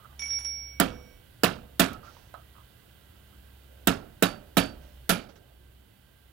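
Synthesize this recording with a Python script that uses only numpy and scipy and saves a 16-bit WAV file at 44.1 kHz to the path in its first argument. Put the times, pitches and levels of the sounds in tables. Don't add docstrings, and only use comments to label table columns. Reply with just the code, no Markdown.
import sys
import numpy as np
from scipy import signal
from scipy.fft import rfft, irfft
from scipy.io import wavfile
from scipy.ndimage import uniform_filter1d

SR = 44100
rng = np.random.default_rng(int(sys.argv[2]) if len(sys.argv) > 2 else 0)


def transcribe(u):
    v = np.clip(np.atleast_2d(u).T, -1, 1)
    q = np.round(v * 32767).astype(np.int16)
    wavfile.write(sys.argv[1], SR, q)


def gain_from_db(level_db):
    decades = np.asarray(level_db, float) / 20
    return 10 ** decades


N = 278712


def evened(x):
    return x / np.sqrt(np.mean(x ** 2) + 1e-20)


def smoothed(x, size):
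    return uniform_filter1d(x, size=size)


def read(points, hz, column=1):
    rows = np.transpose(points)
    return np.interp(np.log(hz + 1), np.log(rows[0] + 1), rows[column])


def add(mix, s, sound):
    part = mix[..., round(s * SR):][..., :sound.shape[-1]]
    part += sound[..., :part.shape[-1]]


def coloured(x, points):
    hz = np.fft.rfftfreq(x.shape[-1], 1 / SR)
    return irfft(rfft(x) * gain_from_db(read(points, hz)), x.shape[-1])


def noise_burst(t):
    return rng.standard_normal((2, len(t)))


def ring(modes, t, phase):
    hz, db, t60 = np.reshape(modes, (-1, 3)).T[:, :, None]
    size = gain_from_db(db - 60 * t / t60) * (1 - np.exp(-t * hz * 1.3))
    return (size * np.sin(2 * np.pi * hz * t + phase)).sum(0)


def varied(modes, spread_db, detune):
    hz, db, t60 = np.transpose(modes)
    a, b = rng.standard_normal((2, len(hz)))
    return np.transpose([hz * (1 + detune * a), db + spread_db * b, t60])


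def fuzzy(hz, width):
    f = np.fft.rfftfreq(N, 1 / SR)
    resonance = 1 / (1 + ((f - hz) / (width / 2)) ** 2)
    return evened(irfft(rfft(rng.standard_normal((2, N))) * resonance, N))


def ports(paths, table):
    hz = np.fft.rfftfreq(N, 1 / SR)
    db, turn, same = (read(table, hz, column=k) for k in range(1, 4))
    same = np.clip(same, 0, 1)
    right, other = rfft(paths)
    left = gain_from_db(db) * (same * np.exp(1j * turn) * right + np.sqrt(1 - same ** 2) * other)
    return np.array([irfft(left, N), paths[0]])


BLOW_TIMES = [
    .799,
    1.4342,
    1.7957,
    3.8716,
    4.2235,
    4.5688,
    5.0929,
]


def after_blows(t, fade_s):
    since = t - np.array(BLOW_TIMES)[:, None]
    return (np.exp(-np.maximum(since, 0) / fade_s) * (since > 0)).max(0)


# (start [s], end [s], level [dB], pitch [Hz])
MACHINE_SWELLS = [
    (0.062, 1.085, -52.5, 67.5),
    (1.403, 1.982, -56.5, 66.7),
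    (2.2, 2.7, -60.5, 66.14),
    (2.8, 3.017, -62.5, 66.6),
    (3.116, 4.05, -57, 65.57),
    (4.443, 4.702, -58.5, 65.4),
    (4.676, 5.12, -51, 62.7),
    (5.448, 5.874, -59, 62.7),
    (6.0, 6.4, -67, 64.6),
]
SWELL_EDGE_S, IDLE_DB = 0.088, -71.5


def drone(t):
    start, end, db, hz = np.transpose(MACHINE_SWELLS)[:, :, None]
    shape = np.clip(np.minimum(t - start, end - t) / SWELL_EDGE_S, 0, 1)
    middle = (start + end) / 2
    wander_hz = 0.56 * evened(smoothed(rng.standard_normal(N), 9000))
    pitch_hz = np.interp(t, middle[:, 0], hz[:, 0]) + wander_hz
    size = gain_from_db(IDLE_DB) + (gain_from_db(db) * shape).max(0)
    return gain_from_db(3.5) * size * np.sin(2 * np.pi * np.cumsum(pitch_hz) / SR)


# (frequency [Hz], density [dB per Hz])
AIR_SPECTRUM = [(12, -72.5), (20, -27), (48, -9), (65, -6), (134, -8), (163, -19.5), (277, -17),
                (542, -20.5), (802, -23.5), (1290, -28), (1570, -25.5), (1810, -42.5), (2910, -23.5),
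                (5230, -39.5), (16000, -29)]
# (frequency [Hz], width [Hz], level [dB])
MACHINE_ORDERS = [(66.6, 9, -13.5), (106, 12, -10), (124, 22, -8), (195.7, 12, -11)]
# (frequency [Hz], width [Hz], level [dB])
CAMERA_WHIR = [(1566, 310, -69), (2010, 130, -73.5), (3170, 3100, -65.5)]
# (frequency [Hz], level [dB])
BUZZ_LINES = [(1373, -86), (1523, -86.5), (1577, -77), (1723, -92), (1927, -83), (2945, -84.5), (3025, -82),
              (3176, -83), (3225, -86), (3273, -91), (3575, -85.5), (4576, -88), (4732, -91)]
DUCK_DB, DUCK_RECOVER_S, STAY_DB = -3.5, 0.14, -3.5
BOOM_DB, BOOM_S = 6, 0.18


def room():
    t = np.arange(N) / SR
    air = evened(coloured(rng.standard_normal((2, N)), AIR_SPECTRUM))
    air = coloured(air, [(15900, 0), (16100, -50)])
    low = coloured(air, [(900, -2.0), (2500, -38.0)])
    deep = coloured(air, [(140, -17.5), (220, -42.0)])
    hiss = air - low
    gain = gain_from_db(DUCK_DB * after_blows(t, DUCK_RECOVER_S) + STAY_DB * (t > BLOW_TIMES[-1]))
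    boom = gain_from_db(BOOM_DB * after_blows(t, BOOM_S))
    out = gain_from_db(-55) * (hiss * gain + deep + (low - deep) * gain * boom)
    out += gain_from_db(-61) * sum(gain_from_db(db) * fuzzy(hz, width) for hz, width, db in MACHINE_ORDERS)
    out += drone(t)
    out += gain * sum(gain_from_db(db) * fuzzy(hz, width) for hz, width, db in CAMERA_WHIR)
    return out + gain * sum(gain_from_db(db + 4.5) * fuzzy(hz, 6.3) for hz, db in BUZZ_LINES)


# (start [s], end [s], level [dB], pitch [Hz], width [Hz])
NARROW_NOISES = [
    (0, 0.16, -61, 1200, 120),
    (1.89, 2.02, -51.5, 1290, 130),
    (2.021, 2.13, -57, 1360, 99),
    (2.36, 2.434, -58, 1280, 170),
    (2.535, 2.632, -58, 1180, 220),
    (2.345, 2.41, -59, 700, 270),
    (0, .78, -66, 720, 440),
    (3.68, 3.87, -60, 550, 250),
    (5.2, 5.6, -63, 530, 500),
    (5.5, 6, -67, 325, 250),
]


def narrow_noises():
    out = np.zeros((2, N))
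    for start, end, db, hz, width in NARROW_NOISES:
        count = round((end - start) * SR)
        squeak = fuzzy(hz, width)[:, :count] * signal.windows.tukey(count, .4)
        add(out, max(start, 0), gain_from_db(db) * squeak)
    return out


# (time [s], peak level [dB], pitch [Hz], t60 [s], dull share [0-1])
WOOD_KNOCKS = [(0.0005, -51, 1234, 0.2, 0.18), (0.0465, -43, 1330, 0.05, 0.2),
               (0.0557, -46, 1307, 0.05, 0.15), (0.1157, -57, 1220, 0.05, 0.5),
               (0.1278, -51, 1360, 0.05, 0.3), (1.8885, -35, 1270, 0.07, 0.1),
               (1.9035, -41, 1420, 0.04, 0.1), (1.916, -37, 1280, 0.06, 0.1), (1.937, -37, 1290, 0.09, 0.1),
               (1.997, -51, 1360, 0.06, 0), (2.0305, -43.5, 1240, 0.1, 0.1), (2.046, -47, 1220, 0.06, 0.1),
               (2.0724, -48, 1330, 0.05, 0), (2.082, -47, 1360, 0.05, 0), (2.105, -51, 1400, 0.06, 0),
               (2.1665, -49, 950, 0.014, 0.9), (2.3405, -40, 1000, 0.06, 0.7),
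               (2.342, -35, 1300, 0.05, 0.11), (2.35, -39, 1290, 0.06, 0.1), (2.358, -44, 1300, 0.1, 0.1),
               (2.5535, -47, 1270, 0.04, 0.02), (2.564, -52, 1250, 0.04, 0), (2.582, -53, 1020, 0.06, 0.4),
               (3.1476, -59, 1300, 0.06, 0.5), (3.3274, -54, 1300, 0.05, 0.08)]
WOOD_PARTNERS = (1.08, .9)


def knocks():
    t, out = np.arange(8000) / SR, np.zeros((2, N))
    for s, db, hz, t60, dull in WOOD_KNOCKS:
        noise, slips = rng.standard_normal((2, 2, len(t)))
        upper, lower = WOOD_PARTNERS
        modes = [(hz, 0, .06), (hz * upper, -5, .04), (hz * lower, -7, .04)]
        slips = slips * gain_from_db(-60 * t / t60)
        slips[:, 0] = 16
        creak = signal.fftconvolve(slips, ring(modes, t[:3000], 0)[None], axes=1)[:, :len(t)]
        creak = creak * (1 - np.exp(-t / 0.00067))
        puff = evened(coloured(noise, [(250, -36), (600, 7.5), (1400, -2), (2000, -20), (4000, -14.5), (6000, -36)]))
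        puff = np.clip(dull, 0, 1) * puff * gain_from_db(-60 * t / (1.8 * t60))
        add(out, s, gain_from_db(db + 3.5) * (creak / abs(creak).max() + puff))
    return out


# (drift [dB per s], edge-on dip [dB], jolt at first blow [dB])
TOOL_CARRY = [
    (21, 3.5, -3),
    (-6.5, -14.5, 0),
    (-70.5, -7, 1),
]
TURN_S, TURN_WIDTH_S = 0.831, 0.084
GRIP_S, GRIP_DB_PER_S = 1.125, -110


def carried(t, last_s, drift_db, dip_db, jolt_db):
    drift = drift_db * np.maximum(t - last_s, 0)
    turn = dip_db * np.exp(-((t - TURN_S) / TURN_WIDTH_S) ** 2)
    grip = GRIP_DB_PER_S * np.maximum(t - GRIP_S, 0)
    return drift + turn + jolt_db * (t > BLOW_TIMES[0]) + grip


# (pitch [Hz], partner offset [Hz], partner level [dB], t60 between touches [s])
TOOL_MODES = [(2259, 22, -15, 1.5), (5606, 17, -20, 1.2), (9921, 26, -2, .5)]
# (time [s], click level [dB], ring level of low, middle, high mode afterwards [dB])
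TOOL_TOUCHES = [(0.1907, -41.5, -45, -37.5, -54.5), (0.2171, -43, -35.5, -33.5, -58),
                (0.238, -58, -36.5, -38.5, -54.5), (0.2549, -49.5, -39, -34, -50),
                (0.271, -54, -47, -39.5, -63), (0.2808, -52.5, -56, -34, -63),
                (0.3012, -48, -45, -27.5, -60), (0.33, -46, -42.5, -27.5, -59),
                (0.3847, -45, -47, -37.5, -53), (0.4045, -54, -51, -41, -57),
                (0.445, -46.5, -48, -30, -50.5)]
# (pitch [Hz], level [dB], t60 [s])
TOUCH_ANSWER = [(3610, 2.5, 0.016), (4400, -6, 0.01), (2920, -10, .012)]
# (frequency [Hz], level [dB])
CLICK_SPECTRUM = [(600, -10.5), (1500, -3.5), (2700, -5), (3600, -6.5), (4600, -13), (5600, 7.5),
                  (7000, -8.5), (8000, -24), (12000, -33), (14000, -44)]
BEAT_LAG_S = .0135
CLICK_LAG_S = .003


def loose_tool():
    t = np.arange(round(1.4 * SR)) / SR
    s, click_db, *level_db = np.transpose(TOOL_TOUCHES)
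    last = np.maximum(np.searchsorted(s, t) - 1, 0)
    out = np.zeros((2, N))
    for k, (hz, offset_hz, partner_db, t60) in enumerate(TOOL_MODES):
        ring_db = level_db[k][last] - 60 * (t - s[last]) / t60
        size = gain_from_db(ring_db + carried(t, s[-1], *TOOL_CARRY[k])) * (t > s[0])
        size = uniform_filter1d(size, size=300, origin=149)
        main = np.sin(2 * np.pi * hz * t)
        partner = np.sin(2 * np.pi * (hz * t + offset_hz * (t - BEAT_LAG_S)))
        partner_size = gain_from_db(partner_db - 170 * np.maximum(t - s[-2], 0))
        add(out, 0, gain_from_db(4.5) * size * (main + partner_size * partner))
    u = t[:4000]
    for at, db in zip(s, click_db):
        grit = evened(smoothed(rng.standard_normal(len(u)), 70))
        tick = evened(coloured(noise_burst(u), CLICK_SPECTRUM))
        fade = gain_from_db(-60 * u / 0.021) + gain_from_db(-9.5 - 60 * u / 0.32 + 4.6 * grit)
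        add(out, at + CLICK_LAG_S, gain_from_db(db + 3) * ring(varied(TOUCH_ANSWER, 2.8, 0.037), u, 0))
        add(out, at + CLICK_LAG_S, gain_from_db(db + 7) * tick * fade)
    return out


# (time [s], level [dB], pitch [Hz], t60 [s])
CLINKS = [(0.7987, -19, 4270, 0.02), (0.8024, -17.5, 7340, 0.015), (0.8087, -22.5, 1980, 0.027),
          (0.8109, -31.5, 11910, 0.02), (0.8114, -23, 3340, 0.02), (0.8147, -22.5, 2900, 0.018),
          (0.8287, -38, 9400, 0.02), (1.4348, -18, 7030, 0.023), (1.4347, -3.5, 4700, 0.0086),
          (1.4424, -13.5, 3720, 0.024), (1.4427, -8, 2710, 0.015), (1.4447, -22, 14400, 0.02),
          (1.4527, -39, 11390, 0.02), (1.4639, -21, 1950, 0.02), (1.7956, -13.5, 4610, 0.015),
          (1.7988, -13, 7110, 0.018), (1.803, -18.5, 3040, 0.02), (1.8072, -19, 3270, 0.024),
          (1.8082, -18, 2540, 0.025), (1.8103, -27, 10700, 0.022), (1.8194, -35, 10400, 0.022),
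          (3.871, -22.5, 3640, 0.017), (3.8737, -15, 7340, 0.0202), (3.88, -18, 3680, 0.015),
          (3.88, -21, 3270, 0.02), (3.8834, -19, 1830, 0.041), (3.8875, -33, 10420, 0.02),
          (3.8915, -37.5, 10400, 0.02), (4.2266, -15, 7110, 0.02), (4.2317, -27, 3640, 0.015),
          (4.2328, -12, 2865, 0.025), (4.2359, -18.5, 2530, 0.024), (4.2345, -26, 11580, 0.02),
          (4.2375, -18, 3770, 0.01957), (4.2408, -30, 11950, 0.02), (4.5738, -27.5, 7800, 0.014),
          (4.5776, -15, 3740, 0.02), (4.578, -27, 10650, 0.016), (4.5817, -15, 3870, 0.015),
          (4.5822, -15, 2960, 0.018), (4.584, -20.5, 2400, 0.0198), (4.5968, -28, 10470, 0.02),
          (5.0931, -27, 7800, 0.018), (5.0933, -18, 3490, 0.016), (5.1019, -17.5, 3230, 0.025),
          (5.1021, -26, 10800, 0.018), (5.1029, -22, 3730, 0.016), (5.111, -17, 2650, 0.02),
          (5.1193, -27, 10800, 0.02)]


def clinks():
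    t, out = np.arange(4000) / SR, np.zeros((2, N))
    for s, db, hz, t60 in CLINKS:
        pair = [(hz, db, t60), (hz * rng.uniform(1.04, 1.12), db + 1.5, 0.57 * t60)]
        clink = np.array([ring(pair, t, rng.uniform(0, 2 * np.pi, (2, 1))) for path in out])
        add(out, s, clink * (1 - np.exp(-t / 0.0004)))
    return out


# (frequency [Hz], level [dB])
BODY_SPECTRUM = [(18, -41), (30, -17), (113, -20), (185, -11.5), (230, -7), (300, -10.5), (526, -10),
                 (686, -7), (995, -15.5), (1330, -7.5), (2150, -18.5), (2330, -14.5), (3750, -18),
                 (6370, -24), (10800, -25), (15300, -26.5), (16000, -46.5), (17000, -66.5)]
# (frequency [Hz], rise [ms], first t60 [s], room t60 [s], room level [dB], lumpiness [dB])
BODY_FADE = [(49.7, 13.5, 0.3, 1.9, -8, 11), (186.5, 17, 0.38, 0.54, -7.5, 10),
             (500, 1, 0.23, 0.86, -18, -11), (1020, 1.7, 0.19, 0.55, -17.5, 4.5),
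             (3520, 0.53, 0.2, 0.41, -16.5, 3), (7700, .8, 0.051, 0.21, -3, 4),
             (14800, 2.1, 0.077, .2, -14, 10)]
CLUMP_DB = 1.1
PATCH_DB, PATCH_FROM_HZ = 2.5, 900


def dense(noise, lumps, t, bright_db):
    hz = np.fft.rfftfreq(len(t), 1 / SR)
    z = rfft(evened(coloured(noise, BODY_SPECTRUM)))
    clumps = evened(smoothed(smoothed(rfft(noise[1]).real, 200), 200))
    tilt_db = bright_db * np.log2((hz + 200) / 1500) / 3
    z = z * gain_from_db(tilt_db + CLUMP_DB * clumps * (hz > 900))
    centres = np.geomspace(40, 16000, num=16)
    out = 0
    for k, f in enumerate(centres):
        share = np.interp(np.log(hz + 1), np.log(centres), np.arange(len(centres)) == k)
        band = irfft(z * share, len(t))
        rise_ms, first, late, room_db, lump_db = (read(BODY_FADE, f, column=c) for c in range(1, 6))
        patch = evened(smoothed(smoothed(np.roll(noise[1], 997 * k), 120), 120))
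        band = band * gain_from_db(PATCH_DB * np.clip(patch, -2, 2) * (f > PATCH_FROM_HZ))
        rise = 1 - np.exp(-(t * 1000 / rise_ms) ** 2)
        direct = gain_from_db(lump_db * lumps - 60 * t / first)
        out = out + band * rise * (direct + gain_from_db(room_db - 60 * t / late))
    return out


LANDING_MODES = [228, 275, 335, 452, 559, 684]
LANDING_LEVELS = [(-3, 1, 2.5, -8.5, 0.5, 1), (-5, -3.5, 1.5, 9.5, 5, -2), (-4, 4, -1, 1.5, 2, -2),
                  (2.5, 3.5, 1.5, 1, -3.5, -5.5), (-9, 2, -2, 10, 3, -3.5), (-5, 3, -3.5, -1.5, 3, -1.5),
                  (4, -6.5, -15, 2, -6, -0.5)]


def landed(modes, k):
    shift = dict(zip(LANDING_MODES, LANDING_LEVELS[k]))
    woken = [(hz, db + shift.get(hz, 0), t60) for hz, db, t60 in modes]
    return varied(woken, .5, .005)


# (strength [dB], then against a usual blow: bench thump [dB], steel clatter [dB], brightness [dB])
BLOW_LEVELS = [
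    (-8, 0.5, -5, -2.5),
    (-7.5, 1, 2, 0),
    (-5.5, -1.5, -4, 1),
    (-8, 0, 5.5, -2),
    (-8, 1.5, 6, 1),
    (-6, 0, 3, 0.5),
    (-7, -9, -6.5, 2),
]
# (frequency [Hz], level [dB], t60 [s])
BENCH_MODES = [(181, -6, .13), (335, -6, .06), (386, -8, .07), (452, -2, .033), (559, -1, .026),
               (684, -6, .1), (752, -18, .084)]
# (frequency [Hz], level [dB], t60 [s])
BENCH_OPPOSED = [(169, -14, .083), (228, -3, .04), (275, -13, .19)]
# (frequency [Hz], level [dB], t60 [s])
VICE_MODES = [(110.6, -23.5, 0.24), (1190, -38, 0.12), (1300, -14, 0.051), (1379, -12, 0.097),
              (1474, -16, 0.075), (1752, -19, 0.16)]
VICE_FIRST_DB, VICE_DB_PER_BLOW = 1.2, -0.12
VICE_WITH_THUMP = 0.63
# (frequency [Hz], level [dB], t60 [s])
STEEL_MODES = [(1887, -17, 0.07), (2475, -13, 0.12), (2676, -6, 0.06), (2940, -6, 0.055), (3250, -6, .025),
               (3747, -3, 0.025), (3705, -2, 0.025), (4730, -4, 0.0063), (5500, -18, 0.04),
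               (7050, -7, 0.02), (7900, -14, .03), (10500, -17, 0.067), (14900, -10, 0.014)]
CONTACT_MS = [0, 8.5, 12.5, 21]
CONTACT_DB = [-3, 0.5, -6.5, -13.5]
# (time [s], pitch [Hz])
SHANK_STARTS = [(.8, 492), (1.436, 4583), (1.436, 488), (1.436, 10480), (1.436, 690), (3.873, 455),
                (3.879, 3700), (4.225, 4587), (4.225, 590), (4.232, 3810), (4.225, 560), (4.585, 4587),
                (4.571, 590), (5.094, 4587), (5.094, 2390), (5.098, 10480), (5.094, 180), (5.094, 1600),
                (5.101, 3300), (5.094, 520)]
# (level [dB], t60 [s])
SHANK_RINGS = [(-35, 0.78), (-47, 0.49), (-41, 0.76), (-32, .08), (-24, 0.064), (-16, 0.12), (-23.5, 0.037),
               (-32, 0.35), (-34, 0.56), (-15.5, 0.068), (-19.5, 0.11), (-30, 0.33), (-44, 1), (-38.5, 0.4),
               (-27, 0.23), (-26.5, 0.14), (-19, 0.23), (-16.5, 0.077), (-22, 0.019), (-27, 0.13)]
FINGERS_S, FINGERS_DB_PER_S = .135, -220
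# (time [s], level [dB], spread [ms])
STEEL_CRACKS = [
    (.8012, -5, .4),
    (1.4350, -15, .35),
    (1.7962, -15, .5),
    (1.7990, -13, .6),
    (3.8734, -8, .45),
    (4.2248, -16, .5),
    (4.2268, -16, .5),
    (4.5724, -17, .4),
    (5.0933, -12, .3),
    (1.9335, -45, 2),
]
# (frequency [Hz], level [dB])
SPIT_SPECTRUM = [(2500, -28.5), (5000, -2), (7500, -5.5), (9500, -2.5), (15000, 1), (16300, -3.5),
                 (16800, -61)]


def blows():
    t, out = np.arange(2 ** 15) / SR, np.zeros((2, N))
    habit = noise_burst(t)
    for k, (s, levels) in enumerate(zip(BLOW_TIMES, BLOW_LEVELS)):
        db, thump_db, clatter_db, bright_db = levels
        fresh = rng.standard_normal((3, len(t)))
        lumps = np.clip(evened(smoothed(fresh[2], 40)), -1.6, 1.6)
        lumps = lumps * np.exp(-t / 0.026) * (1 - np.exp(-t / 0.0025))
        body = gain_from_db(-9) * dense(0.56 * habit + 0.85 * fresh[:2], lumps, t, bright_db)

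        thump = ring(landed(BENCH_MODES, k), t, 0) - ring(landed(BENCH_OPPOSED, k), t, 0)
        thump = gain_from_db(thump_db) * thump * (1 - np.exp(-(t / .0017) ** 2))

        kicks = np.zeros(len(t))
        contact_ms = CONTACT_MS + rng.uniform(0, 1.5, len(CONTACT_MS))
        kicks[np.int_(contact_ms * SR / 1000)] = gain_from_db(CONTACT_DB)
        modes = varied(STEEL_MODES, 3, .006)
        steel = np.array([ring(modes, t, rng.uniform(0, 2 * np.pi, (len(modes), 1))) for path in out])
        steel = gain_from_db(clatter_db - 18.5) * signal.fftconvolve(steel, kicks[None], axes=1)[:, :len(t)]

        vice_db = VICE_FIRST_DB + VICE_DB_PER_BLOW * k + VICE_WITH_THUMP * thump_db
        vice = gain_from_db(vice_db) * ring(varied(VICE_MODES, 1.1, 0.0094), t, 0)
        add(out, s, gain_from_db(db) * (body + thump + vice + steel))
    for (s, hz), (db, t60) in zip(SHANK_STARTS, SHANK_RINGS):
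        held = abs(hz - 4585) < 50
        stilled = gain_from_db(FINGERS_DB_PER_S * np.maximum(t - FINGERS_S, 0) * held)
        swell = 1 - np.exp(-t / (0.052 * t60))
        add(out, s, stilled * ring((hz, db, t60), t, 0) * swell)
    t = t[:600]
    peak_s = .0022
    for s, db, spread_ms in STEEL_CRACKS:
        spit = evened(coloured(noise_burst(t), SPIT_SPECTRUM))
        add(out, s - peak_s, gain_from_db(db) * spit * np.exp(-abs(t - peak_s) * 1000 / spread_ms))
    return out


# (time [s], peak level [dB], t60 [s])
CLOTH_RUSTLES = [
    (1.933, -38.5, 0.044),
    (2.03, -48, 0.56),
    (2.1, -52.5, 0.94),
    (5.287, -47.5, 0.13),
    (5.354, -48.5, 0.12),
    (4.8, -55, 0.73),
]
# (frequency [Hz], level [dB])
RUSTLE_SPECTRUM = [(150, -27), (500, 5), (2000, -4), (6000, -6.5), (12000, -40), (17000, -35)]


def rustles():
    t, out = np.arange(20000) / SR, np.zeros((2, N))
    for s, db, t60 in CLOTH_RUSTLES:
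        noise = evened(coloured(noise_burst(t), RUSTLE_SPECTRUM))
        add(out, s, gain_from_db(db - 60 * t / t60) * (1 - np.exp(-t / (0.034 * t60))) * noise)
    return out


# (frequency [Hz], level [dB], phase [rad], likeness [0-1])
NEAR_SHADOW = [(46, -4.5, .2, .94), (144, -4.2, -.6, .97), (255, -8, -1.2, .95), (450, -13.5, -1.6, .78),
               (600, -16.5, -1.3, .7), (800, -15.5, -.6, .3), (1400, -15.5, 0, .62), (3300, -15, .2, .58),
               (5900, -12.5, .8, .35), (7800, -7, 1, .62), (9500, -4.5, .1, .78), (13900, -3.8, 0, .93)]
# (frequency [Hz], level [dB], phase [rad], likeness [0-1])
ROOM_SHADOW = [(60, -2.5, .1, 1), (200, -2.5, -.6, .78), (450, -4, -1.9, .33), (800, -6, -1.1, .15),
               (1400, -11, -.3, .45), (2500, -14, .3, .43), (3300, -15, .4, .45), (5900, -12, 1, .3),
               (7800, -4, .8, .22), (10400, -9, 0, .68), (14000, -9, 0, .8)]
TOOL_LEFT_DB = 1


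def scene():
    tool = ports(loose_tool(), NEAR_SHADOW) * gain_from_db([[TOOL_LEFT_DB], [0]])
    bench = ports(blows() + clinks() + knocks() + narrow_noises() + rustles(), NEAR_SHADOW)
    return bench + tool + ports(room(), ROOM_SHADOW)


MASK_DB, MASK_FROM_HZ = 30, 4300
FALL_ABOVE, FALL_BELOW = .3, 0.97
BLUR_DB = -42.5


def masked(x):
    hz, t, z = signal.stft(x, SR, nperseg=1024)
    power = (abs(z) ** 2).mean(0)
    level = smoothed_level = uniform_filter1d(10 * np.log10(power + 1e-14), size=3, axis=1)
    bins = np.arange(len(hz))[:, None]
    treble = hz[:, None] > MASK_FROM_HZ
    fall = FALL_ABOVE * bins
    above = np.maximum.accumulate((level + fall) * treble - 999 * ~treble, axis=0) - fall
    fall = FALL_BELOW * bins
    below = np.maximum.accumulate((level - fall)[::-1], axis=0)[::-1] + fall - 999 * ~treble
    shadow = np.maximum(above, below)
    local = 10 * np.log10(uniform_filter1d(power, size=9, axis=0) + 1e-14)
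    keep = 1 / (1 + gain_from_db(8.9 * np.clip(shadow - MASK_DB - local, -40, 40)))
    z = z + gain_from_db(BLUR_DB) * abs(z) * np.exp(2j * np.pi * rng.random(z.shape))
    return signal.istft(z * keep, SR, nperseg=1024)[1][:, :N]


def low_pass(x):
    return signal.sosfilt(signal.butter(12, 17160, fs=SR, output="sos"), x)


def record(dry):
    x = masked(0.93 * np.tanh(dry / 0.9))
    lowpass = signal.firwin(301, 16700, window=("kaiser", 9), fs=SR)
    x = signal.oaconvolve(x, lowpass[None], "same")
    return low_pass(x)


dry = scene()
out = record(dry)
transcribe(out)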